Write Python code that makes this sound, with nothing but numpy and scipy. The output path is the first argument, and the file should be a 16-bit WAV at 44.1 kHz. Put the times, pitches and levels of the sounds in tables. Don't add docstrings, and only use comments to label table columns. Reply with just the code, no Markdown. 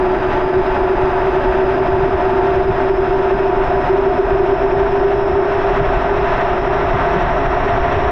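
import sys
import numpy as np
from scipy import signal
from scipy.fft import rfft, irfft
from scipy.io import wavfile
from scipy.ndimage import uniform_filter1d

SR = 44100
rng = np.random.default_rng(int(sys.argv[2]) if len(sys.argv) > 2 else 0)


def waveform_to_disk(signal):
    frames = np.transpose(np.atleast_2d(signal))
    scaled = np.clip(frames, -1, 1) * 32767
    samples = np.round(scaled).astype(np.int16)
    wavfile.write(sys.argv[1], SR, samples)


N = 357651
TIME = np.arange(N) / SR
BINS = np.fft.rfftfreq(N, 1 / SR)

BELT_RATIO, BEARING_RATIO = 10.765, 2.986
BOOM_ANGLE, MOTOR_ANGLE = .42, .78


def amp(db):
    return 10 ** (np.asarray(db) / 20)


def evened(x):
    return x / np.sqrt(np.mean(x ** 2) + 1e-20)


def curves(rows):
    seconds, *columns = np.transpose(rows)
    return [np.interp(TIME, seconds, column) for column in columns]


def bumps(rows):
    out = np.zeros(N)
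    for centre_s, db, length_s in rows:
        near = abs(TIME - centre_s) < 4 * length_s
        out[near] += db * np.exp(-((TIME[near] - centre_s) / length_s) ** 2)
    return out


def lifts(rows):
    return sum(lift / (1 + (2 * (BINS - centre) / width) ** 2) for centre, width, lift in rows)


def power(x, seconds):
    size = max(int(seconds * SR), 2)
    once = uniform_filter1d(x ** 2, size)
    return abs(uniform_filter1d(once, size)) + 1e-14


def drift(hz):
    spectrum = rfft(rng.standard_normal(N))
    return evened(irfft(spectrum * np.exp(-(BINS / hz) ** 2), N))


def swing(turns, angle, order):
    return np.cos(2 * np.pi * order * (turns - angle))


# time in seconds, speed in turns per second.
SPIN_SPEED = [(0, 11.429), (1, 11.597), (2, 11.749), (3, 11.922), (4, 12.081), (5, 12.237), (6, 12.398),
              (7, 12.575), (8.11, 12.766)]


def drum_speed():
    speed, = curves(SPIN_SPEED)
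    return speed


def heard_turns(turns, bearing, height, radius_m=0.222, slant=0.88):
    sound_speed = 343
    sway = radius_m / sound_speed * np.gradient(turns) * SR
    return turns + sway * np.cos(slant * height) * np.sin(2 * np.pi * (turns - bearing))


def racket(turns, ratio, low_hz, high_hz, paths=3, size=16384):
    shaft_hz = ratio * turns[-1] / TIME[-1]
    harmonics = shaft_hz * np.arange(size // 2 + 1)
    inside = (harmonics > low_hz) & (harmonics < high_hz)
    out = np.zeros(N)
    for _ in range(paths):
        pattern = irfft(inside * np.exp(2j * np.pi * rng.random(len(harmonics))))
        shaft_turns = ratio * heard_turns(turns, rng.random(), rng.random())
        out += np.interp(shaft_turns % 1 * size, np.arange(size), pattern)
    return evened(out) * np.sqrt(high_hz - low_hz)


# cycles per drum turn, level in dB over one Hz of air noise before the frame colours it.
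MACHINE_TONES = [(2.97, 5), (8.98, 10), (9.96, 8), (11.94, 17), (17.97, 8), (18.97, 8), (21.63, 12),
                 (25.03, 9), (26.02, 10), (27.05, 14), (29.62, 18), (29.88, 14), (31.2, 10), (31.88, 14),
                 (32.2, 12), (32.438, 23.5), (33.21, 14.5), (48.65, 11), (50.05, 10), (51.04, 10),
                 (52.04, 8), (53.05, 8), (54.05, 17), (54.67, 9), (55.06, 11), (56.26, 10), (59.44, 16.5),
                 (60.45, 8), (74.66, 9), (75.66, 12), (76.65, 11.5), (80.08, 10), (81.07, 15.5),
                 (81.31, 10), (84.05, 10), (86.48, 13), (87.48, 9), (108.13, 11), (123.33, 12),
                 (146.92, 13), (150.31, 11)]
# centre in Hz, width in Hz, lift in dB.
FRAME_RESONANCES = [(621, 35, -4), (689, 55, 2.5), (717, 24, 2), (744, 20, -9.5), (919, 24, 4.5),
                    (920, 40, -4.5), (985, 50, 0.5)]


def excitation(turns, throb=0.08, waver_db=1.26, slip=0.14, armature_db=-6, bearing_db=-8):
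    air = rng.standard_normal(N) * np.sqrt(SR / 2)
    air *= 1 - throb * swing(turns, BOOM_ANGLE, order=2)
    armature = amp(armature_db) * racket(turns, BELT_RATIO, 850, 3900)
    bearing = amp(bearing_db) * racket(turns, BEARING_RATIO, 420, 3000)
    unsteady = drift(3.2)
    waver = amp(waver_db * unsteady)
    tones = np.zeros(N)
    for order, db in MACHINE_TONES:
        shift = rng.integers(N)
        phase = 2 * np.pi * (order * turns + rng.random())
        phase += slip * np.roll(unsteady, shift)[::-1]
        tones += amp(db) * np.sqrt(2) * np.roll(waver, shift) * np.sin(phase)
    through_frame = irfft(rfft(tones) * amp(lifts(FRAME_RESONANCES)), N)
    return air + armature + bearing + through_frame


# frequency in Hz, relative level in dB per Hz.
AIR_COLOUR = [(20.0, -40), (40.0, -43), (80.0, -51), (200.0, -56.5), (500.0, -59), (1100.0, -57),
              (1700.0, -61.5), (2700.0, -72.5), (3800.0, -79), (4500.0, -88), (6000.0, -91.5),
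              (7200.0, -104.9), (9000.0, -109.3), (12500.0, -121.1)]
# centre in Hz, width in Hz, lift in dB.
TUB_RESONANCES = [(266.7, 39, 6), (390.5, 73, 17.5), (343, 19, 0), (368.6, 13, 3), (410, 9.5, -5),
                  (575, 50, 6), (629, 49, 7.5), (717, 98.4, 13), (770, 31, -2.5), (836.6, 39, 7.5),
                  (894, 35, 9.5), (974.5, 21, 7.5), (1204, 170, 2.5), (1349, 61, 4), (1490, 27, -1.5),
                  (1537, 91, 5), (1711, 18, 4.5), (1888, 100, 4), (2620, 460, 4.5), (2930, 61, -2),
                  (3300, 60, 3), (3780, 250, 1.5), (8500, 3000, 2.5), (11900, 500, -3.5)]


def tub_gain():
    hz, db = np.transpose(AIR_COLOUR)
    colour_db = np.interp(np.log(BINS + 1), np.log(hz), db)
    return amp(colour_db + lifts(TUB_RESONANCES))


# centre time in seconds, change in dB, length from the centre in seconds.
BOOM_SURGES = [(.34, -5, 0.18), (.58, 3.5, 0.07), (.73, -8, 0.045), (1.16, -8, 0.024), (1.3, 0, 0.054),
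               (1.62, 1.5, .07), (1.85, -14, 0.011), (2.08, 3, 0.036), (2.2, -3, 0.12), (2.42, 5, 0.032),
               (2.76, -4, 0.064), (3.67, -20, 0.023), (3.77, -3, .058), (3.86, -16, 0.032), (3.93, 3, .04),
               (4.29, -7, 0.018), (4.6, -13, .015), (5.08, 3.5, 0.074), (5.4, 5.5, .05), (6.0, -5, 0.092),
               (6.17, 3, 0.056), (6.38, -7, 0.054), (6.72, 1.5, 0.085), (7.16, 5.5, 0.029), (7.28, -5, .04)]


def boom(mode, turns, beat, surge_db=0.2, surge_hz=7, steady_s=0.09):
    held = signal.hilbert(mode / np.sqrt(power(mode, steady_s)))
    lower_wave = beat * np.exp(-2j * np.pi * 2 * (turns - BOOM_ANGLE))
    both_ways = (held * (1 + lower_wave)).real
    return evened(both_ways * amp(surge_db * drift(surge_hz))) * amp(bumps(BOOM_SURGES))


# centre in Hz, width in Hz, full rise in dB, speed in turns per second at half the rise.
SHELL_BANDS = [(236, 60, -2, 12.2), (670, 50, 3, 12.0), (1250, 270, 1.5, 12.33), (2000, 220, 3.5, 12.42),
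               (3300, 2100, 2, 12.35), (8500, 1500, 2, 12.3)]
# centre time in seconds, change in dB, length from the centre in seconds.
RUSH_HEAVES = [(.92, -1.5, .03), (1.02, 1, 0.048), (1.17, 0, 0.021), (1.3, 1, .06), (2.67, -4.5, 0.014),
               (3.87, 0.5, .03), (5.25, -1, 0.22), (6.38, 1, 0.047), (6.61, -3.5, .025), (7.01, 2, 0.043)]
HISS_ANGLE = .68


def rush(air, turns, surge_db=0.58, surge_hz=13, hiss_hz=1900, churn_db=0.8, onset_turns_per_s=.12,
         heave_db=0.83, heave_hz=7):
    speed = drum_speed()
    roar = irfft(air, N)
    for hz, width, rise_db, half_speed in SHELL_BANDS:
        haste = .5 * np.tanh((speed - half_speed) / onset_turns_per_s)
        band = irfft(air * np.exp(-((BINS - hz) / width) ** 2), N)
        roar = roar + band * (amp(rise_db * (haste - haste.mean())) - 1)
    hiss = irfft(rfft(roar) * (1 - np.exp(-(BINS / hiss_hz) ** 2)), N)
    hiss_change_db = churn_db * swing(turns, HISS_ANGLE, order=1) + heave_db * drift(heave_hz)
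    churned = roar - hiss + hiss * amp(hiss_change_db)
    return amp(surge_db * drift(surge_hz) + bumps(RUSH_HEAVES)) * evened(churned)


def wind(bass, turns, gust_db=0.14, gust_hz=22, throb=0.21, angle=0.11, low_cut_hz=12):
    rumble = irfft(bass * BINS / np.hypot(BINS, low_cut_hz), N)
    buffet = amp(gust_db * drift(gust_hz)) * (1 + throb * swing(turns, angle, order=1))
    return evened(buffet * rumble)


# time in seconds, boom in dB, depth of its beat from 0 to 1, air rush in dB, wind in dB.
DRUM_LEVELS = [(0, -17, .25, -19.5, -26.5), (.8, -16.5, 0.4, -20, -27), (1.4, -17, .3, -18.5, -26.5),
               (2.5, -16.5, 0.47, -19.5, -24), (3.5, -17, 0.56, -19.5, -26), (4.6, -15, 0.5, -19.5, -24.5),
               (5.4, -19, 0.3, -19.5, -26.5), (5.9, -18.5, 0.2, -19, -22), (6.4, -22.5, 0.4, -19.5, -25.5),
               (7.3, -25, 0.5, -19.5, -23), (8.11, -24, 0.4, -19, -21.5)]


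def drum(turns, boom_hz=386, boom_width_hz=60, wind_hz=150):
    sound = rfft(excitation(turns)) * tub_gain()
    in_boom = np.exp(-((BINS - boom_hz) / boom_width_hz) ** 4)
    in_wind = 1 / (1 + (BINS / wind_hz) ** 4)
    boom_db, beat, rush_db, wind_db = curves(DRUM_LEVELS)
    booming = amp(boom_db) * boom(irfft(sound * in_boom, N), turns, beat)
    rushing = amp(rush_db) * rush(sound * (1 - in_boom) * (1 - in_wind), turns)
    blowing = amp(wind_db) * wind(sound * in_wind, turns)
    return booming + rushing + blowing


# time in seconds, level in dB, level of its octave in dB.
WHINE_LEVELS = [(0, -56, -72.5), (1.3, -56, -72), (5, -54.5, -74), (6, -55.5, -80.5), (8.11, -55, -82)]
BARS = 40


def whine(turns, jitter=0.67, echo_jitter=1.6, direct_db=-5, direct_height=0.52, flutter=.45,
          fizz_db=-6.0, fizz_hz=480, count=8):
    shake = drift(4.7)
    direct_path = heard_turns(turns, MOTOR_ANGLE, direct_height)
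    out = np.zeros(N)
    for harmonic, level_db in enumerate(curves(WHINE_LEVELS), 1):
        radians = 2 * np.pi * harmonic * BARS * BELT_RATIO
        direct = np.sin(radians * direct_path + jitter * shake)
        direct *= 1 + flutter * swing(turns, MOTOR_ANGLE, order=2)
        echoes = np.zeros(N)
        for bearing in (np.arange(count) + rng.random(count)) / count:
            echo_path = heard_turns(turns, bearing, rng.random())
            echo_shake = np.roll(shake, int(bearing * N))
            echoes += np.sin(radians * echo_path + echo_jitter * echo_shake)
        fizz = amp(fizz_db * harmonic) * evened(drift(fizz_hz) * np.sin(radians * turns))
        mixed = amp(direct_db * harmonic ** 2) * evened(direct) + evened(echoes) + fizz
        out += amp(level_db) * evened(mixed)
    return out


# centre time in seconds, level at the peak in dB, length from the centre in seconds, pitch centre in Hz.
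STRONG_GUSTS = [(.583, -21, 0.02, 100), (.79, -23, 0.034, 42), (1.043, -20, .012, 104),
                (1.497, -20, .025, 35), (1.935, -19, 0.016, 90), (2.034, -20, 0.014, 90),
                (2.137, -23, 0.027, 35), (2.58, -24.5, 0.03, 42), (2.706, -15.5, 0.013, 99),
                (3.341, -21, .012, 100), (4.336, -23, 0.023, 95), (4.781, -22, .012, 90),
                (5.166, -22, .025, 35), (5.345, -22.5, 0.03, 50), (5.735, -27, 0.04, 45),
                (5.812, -20.5, 0.021, 99), (5.98, -19, .03, 35), (6.375, -27, 0.015, 110),
                (6.534, -24, 0.016, 90), (6.659, -24.5, 0.014, 65), (6.87, -22, .02, 40),
                (6.951, -19, 0.018, 105), (7.026, -24, 0.023, 35), (7.175, -18.5, .02, 115),
                (7.253, -23.5, 0.017, 95), (7.505, -26, .022, 60), (7.732, -22, 0.012, 90),
                (7.83, -15.5, .02, 38), (7.969, -18, .016, 85), (8.065, -19.5, 0.021, 48)]


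def thumps(spread=1.8):
    out = np.zeros(N)
    for centre_s, db, length_s, hz in STRONG_GUSTS:
        near = abs(TIME - centre_s) < 4 * length_s
        band = signal.butter(N=3, Wn=[hz / spread, hz * spread], btype="band", fs=SR, output="sos")
        puff = signal.sosfilt(band, rng.standard_normal(SR))[-near.sum():]
        swell = np.exp(-((TIME[near] - centre_s) / length_s) ** 2)
        shaped = puff * swell
        out[near] += amp(db) * shaped * np.linalg.norm(swell) / np.linalg.norm(shaped)
    return out


def scene():
    turns = np.cumsum(drum_speed()) / SR
    return (drum(turns) + whine(turns) + thumps())[None]


CUTOFF_HZ = 13000


def record(dry, threshold_db=-19, squeeze=0.48, recovery_db_per_s=70, makeup_db=3.5):
    level_db = 10 * np.log10(power(dry[0], 0.0024))
    fall = TIME * recovery_db_per_s
    followed_db = np.maximum.accumulate(level_db + fall) - fall
    over_db = np.maximum(followed_db - threshold_db, 0)
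    limited = dry * amp(makeup_db - squeeze * over_db)
    lowpass = signal.firwin(255, CUTOFF_HZ, window=("kaiser", 9), fs=SR)
    return signal.oaconvolve(limited, lowpass[None], "same")


dry = scene()
out = record(dry)
waveform_to_disk(out)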